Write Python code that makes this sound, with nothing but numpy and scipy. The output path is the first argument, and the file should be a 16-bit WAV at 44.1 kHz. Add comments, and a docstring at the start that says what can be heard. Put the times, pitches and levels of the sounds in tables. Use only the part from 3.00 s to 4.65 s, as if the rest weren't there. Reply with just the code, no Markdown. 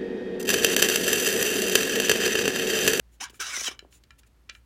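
"""A thumb nudges a wooden panel of a puzzle box, then pushes it along its grooves, close by.
Wood rubbing on wood makes the box ring. Its hollow changes pitch as the panel moves, and the
panel bumps in its frame. Fingers brush the wood and loose parts tick, mostly after the slide,
and one taps sharply. A low hum fills the small, quiet room."""
import sys
import numpy as np
from scipy import signal
from scipy.fft import rfft, irfft, next_fast_len
from scipy.io import wavfile
from scipy.ndimage import map_coordinates

SR = 44100
rng = np.random.default_rng(int(sys.argv[2]) if len(sys.argv) > 2 else 0)


def dump_mix(stems):
    """Bounce the given channels to the path in sys.argv[1] as a 16-bit WAV at rate SR."""
    frames = np.atleast_2d(stems).T  # one column per channel
    limited = np.clip(frames, -1, 1)  # hard clip at full scale
    pcm = np.round(limited * 32767).astype(np.int16)
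    wavfile.write(sys.argv[1], SR, pcm)


N = 72765


def amp(db):
    """Turn decibels (dB) into a number to multiply a sound by."""
    return 10 ** (np.asarray(db) / 20)


def unit(x):
    """Scale a sound to an average (rms) level of 1."""
    return x / np.sqrt(np.mean(x ** 2) + 1e-20)


def clock():
    """The time of each sample, in seconds."""
    return np.arange(N) / SR


def along(points, hz):
    """Read a curve of (Hz, value) points, with the octaves evenly spaced."""
    pitches, values = np.transpose(points)
    return np.interp(np.log(hz + 1), np.log(pitches + 1), values)


def wobble(rate):
    """A smooth curve through `rate` random values a second."""
    return map_coordinates(rng.standard_normal(4096), [clock() * rate], mode="wrap")


def filtered(x, response):
    """Make each frequency louder or softer by the gain response(hz)."""
    size = next_fast_len(N + SR // 2)
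    return irfft(rfft(x, size) * response(np.fft.rfftfreq(size, 1 / SR)), size)[:N]


def noise(spectrum):
    """Noise of level 1, shaped by (Hz, dB) points."""
    return unit(filtered(rng.standard_normal(N), lambda hz: amp(along(spectrum, hz))))


def band(hz, lo, hi, order=12):
    """A gain that lets through lo to hi Hz, with soft edges."""
    return ((1 + (lo / (hz + 1)) ** order) * (1 + (hz / hi) ** order)) ** -.5


def swell(start, length, rise, fall):
    """Fade in, hold and fade out; all times are in seconds."""
    t = clock() - start
    return np.clip(np.minimum(t / rise, (length - t) / fall), 0, 1)


def background():
    """Faint room noise and a low, wavering hum."""
    # Each row: frequency in Hz, relative level in dB.
    noise_shape = [(25, -33), (55, 1), (85, -10.5), (340, -19.5), (620, -27.5), (1300, -29.5),
                   (16000, -44.5)]
    # Each row: pitch in Hz, level in dB.
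    hum_tones = [(57.5, -62.5), (116, -71.5)]
    hum = np.zeros(N)
    for hz, db in hum_tones:
        level = amp(db + .8 * wobble(rate=9))
        hum += level * unit(np.sin(2 * np.pi * hz * clock() + .3 * wobble(rate=9)))
    return hum + amp(-62.5) * noise(noise_shape)


def room(x):
    """The small room adds a short echo whose treble dies first."""
    # Each row: frequency in Hz, seconds to fade by 60 dB.
    fade_times = [(200, 0.38), (1500, 0.22), (5500, 0.11), (12000, 0.065)]
    hz, t, spectrum = signal.stft(rng.standard_normal(SR // 2), SR, nperseg=256)
    fade = amp(-60 * t / along(fade_times, hz)[:, None])
    echo = signal.istft(spectrum * fade, SR, nperseg=256)[1]
    return signal.fftconvolve(x, echo / np.linalg.norm(echo))[:N]


def brushes():
    """Skin brushes the wood with short, light hisses as the fingers change grip."""
    # Each row: start in seconds, length in seconds, level in dB.
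    touches = [(0.109, 0.068, -65.5), (0.295, 0.02, -54), (0.321, 0.075, -57.5), (0.902, 0.095, -57.5),
               (1.181, 0.025, -54.5), (1.259, 0.027, -65), (1.508, 0.099, -66)]
    # Each row: frequency in Hz, relative level in dB.
    skin_hiss = [(500, -20.5), (2900, -0.5), (4800, -6), (6200, -3.5), (7100, 4), (8300, -6), (9700, 1.5),
                 (10800, -8), (16000, -7.5)]
    loudness = sum(amp(db) * swell(start, length, rise=0.44 * length, fall=0.49 * length)
                   for start, length, db in touches)
    return noise(skin_hiss) * loudness


def clicks():
    """Wood hits wood: a crack, a clack, and panel tones that the hand damps to a faint, rough ring."""
    # Each row: start in seconds, overall gain in dB, favoured pitch in Hz, ring gain in dB,
    # gain of crack and clack in dB, treble limit in Hz.
    contacts = [(0.2969, -47, 2900, -21, 9, 14200), (0.3429, -52, 1270, 7, 2, 9000),
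                (0.7916, -28.5, 3550, -11.5, -7, 15300), (0.9252, -52.5, 3400, -5, 7, 9000),
                (1.0371, -52, 4900, -17, 8, 15000), (1.1062, -40.5, 1600, -1, -0.5, 11200),
                (1.233, -57, 1980, 3.5, 7, 9050), (1.4918, -41.5, 2460, 5.5, -4, 6000),
                (1.4953, -31, 3900, -6, 7.5, 7640), (1.55, -42, 2320, 0.5, 1, 8000)]
    # Each row: pitch in Hz, relative levels in dB of the first snap and of the lasting ring,
    # seconds for the ring to fade by 60 dB.
    panel_tones = [(1351, -19, -7.5, 0.065), (1720, -3.5, -12.5, 0.13), (2370, -6, -7.5, 0.073),
                   (2776, -12, -10, 0.046), (2988, 3, -28, 0.049), (4017, -2.5, -29.5, 0.19),
                   (5320, -10, -7, 0.016), (6960, -10.5, -10, 0.015)]
    # Each row: frequency in Hz, relative level in dB.
    crack_shape = [(300, -7.5), (900, -4.5), (1600, 1), (4300, 0), (7500, -4), (10000, -9.5)]
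    snap_s, crack_s, clack_s = 0.013, 0.015, 0.089  # times to fade by 60 dB
    rise_s, db_per_octave = 0.00071, -3
    out = np.zeros(N)
    for start, db, pitch_hz, ring_db, crack_db, top_hz in contacts:
        t = np.maximum(clock() - start, 0)
        # The box has so many tones close together that they sound like noise.
        clack = unit(filtered(rng.standard_normal(N), lambda hz: band(hz, 1580, 2940)))
        crack = noise(crack_shape) * amp(-60 * t / crack_s)
        hit = amp(crack_db) * (crack + clack * amp(-18 - 60 * t / clack_s))
        for tone_hz, snap_db, lasting_db, ring_s in panel_tones:
            phase = 2 * np.pi * (tone_hz * t + rng.random())
            hit += amp(snap_db - 60 * t / snap_s) * np.sin(phase)
            rough_ring = np.sin(phase + 1.2 * wobble(rate=130))
            hit += amp(ring_db + lasting_db - 60 * t / ring_s) * rough_ring
        hit *= 1 - np.exp(-t / rise_s)
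        octaves_away = lambda hz: abs(np.log2((hz + 1) / pitch_hz))
        colour = lambda hz: amp(db_per_octave * octaves_away(hz)) * band(hz, 0, top_hz)
        out += amp(db) * filtered(hit, colour)
    return out


def bumps():
    """A soft knock bends the panel: high waves arrive first, then a few low ones and a faint boom."""
    # Each row: start in seconds, level in dB, opening pitch in Hz (higher for a harder knock).
    knocks = [(0.3, -48.5, 620), (.333, -49, 594), (0.573, -37.5, 1496), (.614, -38.5, 1340),
              (.677, -34.5, 3030), (0.6821, -33.5, 1837), (0.7122, -43, 690), (0.8261, -43.5, 550),
              (0.8485, -43.5, 1210)]
    low_hz, drop_s, peak_s, boom_s = 321, 0.00136, 0.0016, 0.096
    out = np.zeros(N)
    for start, db, start_hz in knocks:
        t = np.maximum(clock() - start, 0)
        cycles = low_hz * t + (start_hz - low_hz) * drop_s * (1 - np.exp(-t / drop_s))
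        knock = t / peak_s * np.exp(1 - t / peak_s) * np.sin(2 * np.pi * cycles)
        boom = unit(filtered(rng.standard_normal(N), lambda hz: band(hz, 200, 420)))
        boom *= (t > 0) * amp(-13 - 60 * t / boom_s)
        out += amp(db) * (knock + boom)
    return out


def glides():
    """Rough tones of the panel and the hollow under it change pitch as the panel slides."""
    # Each row: start in seconds, length in seconds, first pitch in Hz, last pitch in Hz, level in dB.
    sliding_tones = [(.207, 0.03, 699, 990, -43), (0.209, 0.03, 275, 302, -55),
                     (0.232, 0.032, 1592, 1540, -43), (0.232, 0.043, 1008, 1000, -57),
                     (0.392, 0.031, 373.4, 400, -51.5), (0.398, 0.0404, 1618, 1252, -37),
                     (0.413, 0.088, 936, 537, -63), (0.529, 0.0364, 1500, 1390, -41.5),
                     (0.532, 0.053, 2226, 2010, -38), (0.555, 0.061, 5950, 5790, -36),
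                     (0.661, 0.027, 3280, 2937, -31)]
    roughness, flutter_rate, fade_s = 0.66, 240, 0.0036
    out = np.zeros(N)
    for start, length, from_hz, to_hz, db in sliding_tones:
        hz = np.interp(clock(), [start, start + length], [from_hz, to_hz])
        phase = 2 * np.pi * np.cumsum(hz) / SR
        flutter = wobble(flutter_rate) * np.sin(phase) + wobble(flutter_rate) * np.cos(phase)
        tone = unit(np.sin(phase) + roughness * flutter)
        out += amp(db) * tone * swell(start, length, fade_s, fade_s)
    return out


def moving_contact(x):
    """Narrow bands of the rubbing sound swell and fade as the touching spots travel."""
    depth_db, width_hz, life_s = 3.5, 189.2, 0.03003
    hz, t, spectrum = signal.stft(x, SR, nperseg=512)
    grid = np.meshgrid(hz / width_hz, t / life_s, indexing="ij")
    patches = map_coordinates(rng.standard_normal((256, 256)), grid, mode="wrap")
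    return signal.istft(spectrum * amp(depth_db * patches), SR, nperseg=512)[1][:N]


def scrape():
    """Countless tiny slips of wood on wood ring the box, in a short nudge and a longer push."""
    # Each row of both: time in seconds, relative levels in dB of the middle and of the treble.
    nudge = [(0.201, -49, -61), (0.208, -34.5, -39), (0.241, -39, -35), (0.276, -51, -68), (0.29, -52, -62)]
    push = [(0.394, -52.5, -63), (0.403, -33.5, -32), (0.425, -32.5, -32.5), (0.438, -39, -39),
            (0.524, -37, -39), (0.537, -32.5, -36.5), (0.569, -36.5, -32), (0.582, -40, -37),
            (0.61, -34, -32.5), (0.626, -43, -40), (0.635, -38, -33.5), (0.682, -31, -31.5),
            (0.704, -46.5, -54), (0.716, -41.5, -46), (0.76, -64.5, -74.5)]
    # Each row: frequency in Hz, relative level in dB.
    rub_shape = [(300, -9.5), (550, -9.5), (950, -2), (1250, 7), (1850, 3), (2300, 1), (2600, 3), (3150, 2),
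                 (4100, -7), (4750, -7), (5300, 1.5), (6100, 1.5), (6900, -1), (8600, -10), (9600, -5.5),
                 (10400, -14), (16000, -22)]
    # Each row: pitch the box rings at in Hz, width in Hz, level in dB relative to the plain rub.
    box_tones = [(1606, 68, -3.5), (2283, 130, 3.5), (2990, 80, 1), (3830, 150, 3), (5800, 47, -10)]
    slips_per_s, judder_db, low_hz, split_hz = 8000, .85, 232, 4190
    slips = (rng.random(N) < slips_per_s / SR) * rng.standard_normal(N)
    friction = rng.standard_normal(N) + amp(-5.5) * unit(slips)
    friction *= amp(judder_db * wobble(rate=220))
    ringing = lambda hz: sum(amp(db) * 1j * hz * width / (pitch ** 2 - hz ** 2 + 1j * hz * width)
                             for pitch, width, db in box_tones)
    colour = lambda hz: amp(along(rub_shape, hz)) * (1 + ringing(hz))
    wood = moving_contact(filtered(friction, colour))
    middle = filtered(wood, lambda hz: band(hz, low_hz, split_hz))
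    treble = filtered(wood, lambda hz: band(hz, split_hz, SR))
    out = np.zeros(N)
    for stroke in (nudge, push):
        times, middle_db, treble_db = np.transpose(stroke)
        for part, db in ((middle, middle_db - 2.5), (treble, treble_db - 1.44)):
            out += unit(part) * amp(np.interp(clock(), times, db, left=-np.inf, right=-np.inf))
    return out


def scene():
    """The box in the hands and the room around it, in one channel."""
    box = scrape() + glides() + bumps() + clicks() + brushes()
    return (box + amp(-13.5) * room(box) + background())[None]


def record(dry):
    """Cut off the very highest treble."""
    return np.array([filtered(channel, lambda hz: hz < 16100) for channel in dry])


dry = scene()
out = record(dry)
dump_mix(out)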